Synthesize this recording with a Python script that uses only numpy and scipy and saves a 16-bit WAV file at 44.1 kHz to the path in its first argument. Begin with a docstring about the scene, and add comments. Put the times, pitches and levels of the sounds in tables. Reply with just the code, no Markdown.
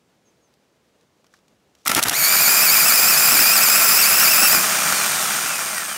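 """Outdoors a far bird calls, and a socket wrench ticks on the terminal of a bare starter motor on cardboard.
From 1.85 s the wrench bridges it to jump leads: the contact sparks, the solenoid chatters, the gears jerk.
At 2.1 s the contact holds; the motor spins up and a dry bearing squeals over brushes, gears and clacks.
At 4.6 s the contact opens, the squeal dies and the armature coasts down, rattling."""
import sys
import numpy as np
from scipy import signal
from scipy.fft import rfft, irfft, next_fast_len
from scipy.io import wavfile

SR = 44100
rng = np.random.default_rng(int(sys.argv[2]) if len(sys.argv) > 2 else 0)


def wav_out(sig):
    """Save sig, one row per channel (or a flat mono array), as 16-bit PCM at SR to the path in sys.argv[1]."""
    wavfile.write(sys.argv[1], SR, np.round(np.clip(np.atleast_2d(sig).T, -1, 1) * 32767).astype(np.int16))


N = 263277
T = np.arange(N) / SR
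FFT_LEN = next_fast_len(N + 8192, True)
HZ = np.fft.rfftfreq(FFT_LEN, 1 / SR)
ON_S, OFF_S = 2.125, 4.6  # contact holds, opens
SINCE_ON_S, SINCE_OFF_S = (T - ON_S).clip(0), (T - OFF_S).clip(0)


def amp(db):
    """Decibels to gain."""
    return 10 ** (np.asarray(db) / 20)


def unit(x):
    """Scales to rms 1."""
    return x / np.sqrt(np.mean(abs(x) ** 2) + 1e-20)


def noise():
    """White noise."""
    return rng.standard_normal(N)


def wander(hz):
    """Smooth random drift up to about hz, rms 1."""
    pole = np.exp(-2 * np.pi * hz / SR)
    return unit(signal.lfilter([1], [1, -2 * pole, pole * pole], noise()))


def after(s, fade_s):
    """Ramp from 0 to 1 around time s."""
    return np.clip((T - s) / fade_s + .5, 0, 1)


def swell(s, half_s):
    """Bell envelope around time s."""
    return np.exp(-((T - s) / half_s) ** 2)


def burst(s, rise_s, decay_s):
    """Envelope of one blow."""
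    age = np.maximum(T - s, 0)
    return np.minimum(age / rise_s, 1) * np.exp(-np.maximum(age - rise_s, 0) / decay_s)


def filtered(x, response):
    """Applies a frequency response, padded for its ring."""
    return irfft(rfft(x, FFT_LEN) * response, FFT_LEN)[:N]


def colour(x, spectrum):
    """Filters by (Hz, dB) points, keeping the power of white noise."""
    hz, db = np.transpose(spectrum)
    return filtered(x, unit(amp(np.interp(np.log(HZ + 1), np.log(hz), db))))


def mode(hz, width):
    """One resonance, 1 at its centre."""
    return 1j * HZ * width / (hz ** 2 - HZ ** 2 + 1j * HZ * width)


def ringing(x, modes):
    """Metal rings in its modes, keeping the power of white noise."""
    response = sum((-1) ** k * amp(db) * mode(hz, width) for k, (hz, width, db) in enumerate(modes))
    return filtered(x, unit(response))


# outdoor air: (frequency [Hz], density [dB])
AIR_SPECTRUM = [(25, -18), (50, -8), (110, -3), (200, 0), (330, -3), (500, -2), (750, -8), (1600, -14),
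                (4000, -18), (6500, -20), (10000, -27), (15700, -32)]
def air():
    """Quiet, slightly wavering rush."""
    return amp(-63.5 + .7 * wander(8)) * colour(noise(), AIR_SPECTRUM)


# notes: (start [s], length [s], from [Hz], to [Hz], level [dB])
BIRD_NOTES = [(.03, .1, 8000, 7000, -80), (0.245, 0.069, 6500, 6200, -63), (0.405, .085, 6800, 5950, -66)]
def bird():
    """A far bird whistles falling notes."""
    out = 0
    for s, length_s, from_hz, to_hz, db in BIRD_NOTES:
        progress = np.clip((T - s) / length_s, 0, 1)
        pitch_hz = (from_hz + (to_hz - from_hz) * progress) * (1 + .012 * wander(150))
        out += amp(db) * np.sin(np.pi * progress) * np.sin(2 * np.pi * np.cumsum(pitch_hz) / SR)
    return out


# casting modes: (frequency [Hz], width [Hz], gain [dB])
HOUSING_MODES = [(142.3, 18, -9.5), (208, 32, -7.5), (635, 69, -6.5), (806, 90, -5), (1122, 152, -4),
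                 (1360, 205, 2), (1558, 340, -2), (1913, 185, -3.5), (2375, 63, -3.5)]
def housing(x):
    """The cast housing rings when knocked."""
    return ringing(x, HOUSING_MODES)


# taps: (time [s], level [dB], knock offset [dB])
WRENCH_TICKS = [(0.5384, -56, -15), (1.01, -60, -15), (1.0301, -62, -14), (1.2432, -55.5, 0),
                (1.266, -54, -14), (1.3386, -54, 5), (1.3884, -62, -12), (1.481, -54, -26),
                (1.7506, -49.5, -24)]
# pushes: (centre [s], half length [s], level [dB])
WRENCH_SLIDES = [(1.35, .035, -67), (1.84, 0.055, -63)]
# steel on the stud: (frequency [Hz], density [dB])
TICK_SPECTRUM = [(300, -16), (1500, -6), (3000, 0), (6000, 1), (8500, -6), (15700, -17)]
def wrench():
    """The wrench feels for the terminal: ticks, low knocks, short slides."""
    tick = sum(amp(db) * burst(s, .0007, .003) for s, db, _ in WRENCH_TICKS)
    knock = sum(amp(db + knock_db) * burst(s, .00076, .006) for s, db, knock_db in WRENCH_TICKS)
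    slide = sum(amp(db) * swell(s, half_s) for s, half_s, db in WRENCH_SLIDES) * amp(3.9 * wander(60))
    return colour(noise(), TICK_SPECTRUM) * (tick + slide) + amp(2.5) * knock * housing(noise())


# arcs: (time [s], relative level [dB], solenoid knock offset [dB])
SPARK_EVENTS = [(1.852, -28, -12), (1.859, -23, 14), (1.8636, -15, -6), (1.872, -13, 9), (1.8777, -3, -21),
                (1.9155, -7.5, 7), (1.948, -4, -21), (1.968, -11, 1), (1.9765, -27, -4), (1.9926, -16, 16),
                (2.025, -21, -5), (2.027, -6, -15), (2.0355, -4.5, -22), (2.083, -7, -4), (2.0945, -5, -23)]
# sharp crack: (frequency [Hz], density [dB])
CRACK_SPECTRUM = [(300, -50), (2000, -2), (4000, 3), (7000, 1.5), (11000, 2), (15700, -4.5)]
def sparks():
    """The contact spits; each time the solenoid slams the housing."""
    spit = sum(amp(db) * burst(s, .0011, .0026) for s, db, _ in SPARK_EVENTS)
    slam = sum(amp(db + knock_db) * burst(s, .0012, .0027) for s, db, knock_db in SPARK_EVENTS)
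    return amp(-3.5) * spit * colour(noise(), CRACK_SPECTRUM) + amp(-10.5) * slam * housing(noise())


# brief contacts: (start [s], length [s], relative level [dB])
CONTACT_CATCHES = [(1.86, 0.015, -27.5), (1.89, 0.013, -19.5), (1.91, 0.033, -25), (1.956, 0.041, -19.5),
                   (2.02, 0.015, -27), (2.049, 0.045, -24.5), (2.106, 0.029, -24.5)]
# jerking gears: (frequency [Hz], density [dB])
GRIND_SPECTRUM = [(24, -49), (40, -7), (229, 0.5), (562, -5), (722, 4), (1050, -2), (1350, 2.5),
                  (1520, 1.5), (3650, -5.5), (4130, -9.5), (9890, -9), (15500, -14.5)]
def gear_grind(attack_s=.0036, release_s=.005):
    """The gears grind whenever the contact catches and churn faintly in between."""
    envelope = amp(-35) * after(CONTACT_CATCHES[0][0], .01) * (1 - after(ON_S, .022))
    for s, length_s, db in CONTACT_CATCHES:
        catch = np.clip((T - s) / attack_s, 0, 1) * np.exp(-(T - s - length_s).clip(0) / release_s)
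        envelope = np.maximum(envelope, amp(db) * catch)
    grain = unit(noise() * amp(3.1 * wander(340)))
    return amp(3.5) * envelope * colour(grain, GRIND_SPECTRUM)


CONTACT_RPS, FREE_RPS = 79, 248
def armature_rps(spin_up_s=.305, drag_per_s=.3, friction_rps_per_s=91.5):
    """Turns a second: nears free speed under power, then drag and dry friction slow it."""
    driven = FREE_RPS - (FREE_RPS - CONTACT_RPS) * np.exp(-SINCE_ON_S / spin_up_s)
    kept = np.exp(-drag_per_s * SINCE_OFF_S)
    return driven * kept - friction_rps_per_s / drag_per_s * (1 - kept)


# squeal centre: (time [s], pitch [Hz])
SQUEAL_GLIDE = [(2.12, 1500), (2.165, 2270), (2.2, 2190), (2.33, 2360), (2.6, 2440), (4.5, 2560),
                (4.8, 2400)]
# beating shaft wobbles: (rate [Hz], nominal depth [Hz], crest time [s])
SHAFT_SWAYS = [(13.25, 98, 3.326), (8.895, 78, 3.312), (4.39, 32, 3.292)]
def squeal_hz(build_s=.35, stop_s=.04, drift_hz=28):
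    """The pitch sways unevenly with a shaft wobble that builds under power and stops without it."""
    centre = np.interp(T, *np.transpose(SQUEAL_GLIDE))
    sway = sum(depth * np.cos(2 * np.pi * rate * (T - crest)) for rate, depth, crest in SHAFT_SWAYS)
    reach = (1 - np.exp(-SINCE_ON_S / build_s)) * np.exp(-SINCE_OFF_S / stop_s)
    uneven = 1 + .22 * wander(6)
    return (centre + reach * uneven * sway + drift_hz * wander(20)) * (1 + .013 * wander(150))


# harmonics: (multiple, relative tone level [dB], relative skirt level [dB])
SQUEAL_HARMONICS = [(1, -12, -12.5), (2, -12, -8.5), (3, -11, -13), (4, -13, -10.5), (5, -12, -11),
                    (6, -8, -9.5)]
def bearing_squeal(build_s=.0041):
    """The dry bearing sticks and slips: wavering harmonics, each with a rasping skirt."""
    pitch_hz = squeal_hz()
    phase = 2 * np.pi * np.cumsum(pitch_hz) / SR
    # a second rubbing spot slips out of step
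    stray_phase = 2 * np.pi * np.cumsum(pitch_hz * (1 + .028 * wander(22))) / SR
    clean = amp(2 - .83 * SINCE_ON_S)  # grows hoarser
    out = 0
    for k, tone_db, skirt_db in SQUEAL_HARMONICS:
        width_hz = 170 + 85 * k
        skirt = amp(skirt_db) * unit(wander(width_hz) + 1j * wander(width_hz))
        line = ((amp(tone_db) * clean + skirt) * np.exp(1j * k * phase)).real
        stray = amp(tone_db - 8.5 + k) * np.cos(k * stray_phase)
        waver = unit(amp(1.02 * wander(23)))
        build = 1 - np.exp(-SINCE_ON_S / (k * build_s))
        out += build * waver * (line + stray)
    return np.sqrt(2) * out


# driven brushes: (frequency [Hz], density [dB])
BRUSH_SPECTRUM = [(50, -53), (75, -4), (110, -24), (160, -9), (300, -4), (1000, 1), (2200, 4), (3500, -2),
                  (5700, 2.5), (8500, 3), (11000, -0.5), (13300, 4.5), (15700, -0.5)]
def brush_hiss():
    """Brushes rub the commutator under power."""
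    return amp(-1.5) * colour(noise(), BRUSH_SPECTRUM)


def gear_rattle(rps, knocks_per_turn=4, spread_db=4.24):
    """Loose teeth knock the housing at random, less often at low speed."""
    clicks = (rng.random(N) < knocks_per_turn * rps / SR) * rng.choice([-1, 1], N)
    sizes = amp(spread_db * np.clip(noise(), -2, 2))
    knocks = unit(clicks * sizes / np.sqrt(rps))
    return amp(-1) * housing(knocks + .42 * noise()) + amp(-7.5) * colour(knocks, SCRAPE_SPECTRUM)


# body resonances for the bar tone: (frequency [Hz], width [Hz], level re gears [dB])
BAR_PEAKS = [(1850, 550, -2), (2570, 360, 0), (3500, 870, -7.5), (4300, 430, -4)]
# for its octave: (frequency [Hz], width [Hz], level re gears [dB])
BAR_OCTAVE_PEAKS = [(2670, 320, 3), (3030, 470, -4.5), (5050, 180, -9)]
def commutator_whine(rps, bars=23):
    """Bars pass the brushes: a thin tone that swells as it sweeps through resonances."""
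    phase = 2 * np.pi * bars * np.cumsum(rps * (1 + .0055 * wander(66))) / SR
    out = 0
    for k, peaks in (1, BAR_PEAKS), (2, BAR_OCTAVE_PEAKS):
        pitch_hz = k * bars * rps
        gains = [amp(db) / (1 + (2 * (pitch_hz - hz) / width) ** 2) for hz, width, db in peaks]
        out += np.linalg.norm(gains, axis=0) * np.sin(k * phase)
    return out * amp(2 * wander(60))


def unbalance_hum(rps, angle, peak_rps=198, half_width_rps=18):
    """The unbalanced armature shakes the body on its cardboard, most near one speed."""
    gain = amp(-31) + amp(-21) / (1 + ((rps - peak_rps) / half_width_rps) ** 2)
    return gain * rps / FREE_RPS * np.sin(angle) * amp(3.5 * wander(25))


# rough moments: (centre [s], half length [s], gear lift [dB], friction lift [dB])
PINION_SURGES = [(2.339, 0.014, 4.5, -0.5), (2.48, 0.0092, 7, 1.5), (3.595, .015, 5, -0.5),
                 (4.235, .035, 2.5, 1), (4.444, .03, 2.5, 2), (4.536, 0.01, 3, -0.5)]
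def running_gains(rps, live, driven_db=-14.5, coast_db=-19.5, knee_rps=146):
    """Gear and friction gains grow with speed and surge when the pinion runs rough."""
    gear_db = -23.5 + 4.5 * np.log2(rps / FREE_RPS)
    friction_db = live * driven_db + (1 - live) * coast_db - 10 * np.log10(1 + (knee_rps / rps) ** 3)
    for s, half_s, gear_lift_db, friction_lift_db in PINION_SURGES:
        gear_db += gear_lift_db * swell(s, half_s)
        friction_db += friction_lift_db * swell(s, half_s)
    return amp(gear_db), amp(friction_db)


# blows: (time [s], relative level [dB])
PINION_CLACKS = [(2.528, -17), (3.285, -8), (3.319, -5.5), (3.391, -6), (3.591, -6), (4.233, -17),
                 (4.428, -15), (4.529, -4), (4.547, -4), (4.924, -3.5), (5.013, -11), (5.097, -17),
                 (5.115, -11), (5.262, -18), (5.348, -20), (5.461, -14), (5.487, -18), (5.59, -15),
                 (5.746, -15), (5.78, -12)]
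def pinion_clacks():
    """The loose pinion strikes the housing."""
    blows = sum(amp(db) * burst(s, .0018, .0011) for s, db in PINION_CLACKS)
    return blows * (amp(-6.5) * housing(noise()) + amp(-7) * colour(noise(), CRACK_SPECTRUM))


# jolts: (time [s], level [dB])
BODY_JOLTS = [(3.321, -26.5), (3.39, -32), (4.424, -33), (4.55, -27)]
# cardboard: (frequency [Hz], density [dB])
THUMP_SPECTRUM = [(50, -25), (130, -22), (230, 9), (450, -3), (800, -15), (2000, -45)]
def cardboard_thumps():
    """The jolted body thumps the cardboard."""
    jolts = sum(amp(db) * burst(s, .0048, .024) for s, db in BODY_JOLTS)
    return jolts * colour(noise(), THUMP_SPECTRUM)


# unpowered brushes, also gear clicks: (frequency [Hz], density [dB])
SCRAPE_SPECTRUM = [(50, -23), (80, -13), (200, -2), (450, -2), (750, 1.5), (2400, 4.5), (3500, 1),
                   (4800, 1), (6400, 4.5), (7500, 4.5), (8700, -6.5), (9400, -1), (12000, -1.5),
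                   (15700, -2.5)]
# shaft in its bushes: (frequency [Hz], width [Hz], gain [dB])
SHAFT_MODES = [(2400, 190, -9), (4780, 170, -6), (5690, 120, -10), (7930, 220, -8), (8720, 380, 1),
               (9070, 140, -3), (9650, 80, -2), (12680, 170, -8)]
def coasting_scrape():
    """The brush hiss fades while the scraping shaft's ring stands out more."""
    hiss = amp(1 - SINCE_OFF_S) * colour(noise(), SCRAPE_SPECTRUM)
    return hiss + amp(-5 + 2.2 * SINCE_OFF_S) * ringing(noise(), SHAFT_MODES)


def motor(linger_s=.25):
    """Friction, gears, whine and hum follow the armature; some squeal briefly outlasts the current."""
    rps = armature_rps()
    angle = 2 * np.pi * np.cumsum(rps) / SR
    live = 1 - after(OFF_S, .1)
    gear_gain, friction_gain = running_gains(rps, live)
    flutter = unit(amp(.52 * np.cos(angle) + 1.13 * wander(230)))
    lingering = .4 * (1 - live) * np.exp(-SINCE_OFF_S / linger_s)
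    friction = (live + lingering) * bearing_squeal() + live * brush_hiss()
    friction += (1 - live) * coasting_scrape()
    rotation = gear_rattle(rps) + commutator_whine(rps) + unbalance_hum(rps, angle)
    return after(ON_S, .02) * (friction_gain * flutter * friction + gear_gain * rotation)


def smear(x, t60_s=.14, above_hz=2600):
    """Dense faint steel modes add a short tail to the treble."""
    tail = rfft(noise() * amp(-60 * T / t60_s), FFT_LEN)
    share = amp(-13.5) / (1 + (above_hz / (HZ + 1)) ** 4)
    return filtered(x, (1 + share * unit(tail)) / np.sqrt(1 + share ** 2))


# yoke and shaft rings: (frequency [Hz], width [Hz], lift [dB])
STEEL_MODES = [(1337, 46, 3), (2330, 27, -3), (4940, 90, 2), (5150, 114, 1.5), (5400, 120, 2),
               (5625, 20, 5), (5740, 50, 4.5), (6090, 70, 3.5), (6420, 150, 2), (7300, 200, 1),
               (10240, 50, 2), (12550, 200, 1), (13300, 110, 4), (14400, 300, 1.5)]
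def steel_body(x):
    """Vibration leaves through the steel body, which rings at its own pitches."""
    lifts = [1 + (amp(db) - 1) * mode(hz, width) for hz, width, db in STEEL_MODES]
    return amp(-1) * filtered(x, np.prod(lifts, axis=0))


def scene():
    """The starter, close by in open air; mono."""
    starter = smear(motor()) + pinion_clacks() + cardboard_thumps() + gear_grind() + sparks() + wrench()
    return (steel_body(starter) + air() + bird())[None]


def record(dry, low_hz=55.7, high_hz=15780, ceiling=.85):
    """A small microphone drops deep bass and rounds peaks; then a band limit."""
    thin = signal.sosfilt(signal.butter(2, low_hz, "highpass", fs=SR, output="sos"), dry)
    rounded = thin / (1 + (abs(thin) / ceiling) ** 4) ** (1 / 4)
    lowpass = signal.firwin(511, high_hz, window=("kaiser", 9), fs=SR)
    return signal.oaconvolve(rounded, lowpass[None], "same")


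dry = scene()
out = record(dry)
wav_out(out)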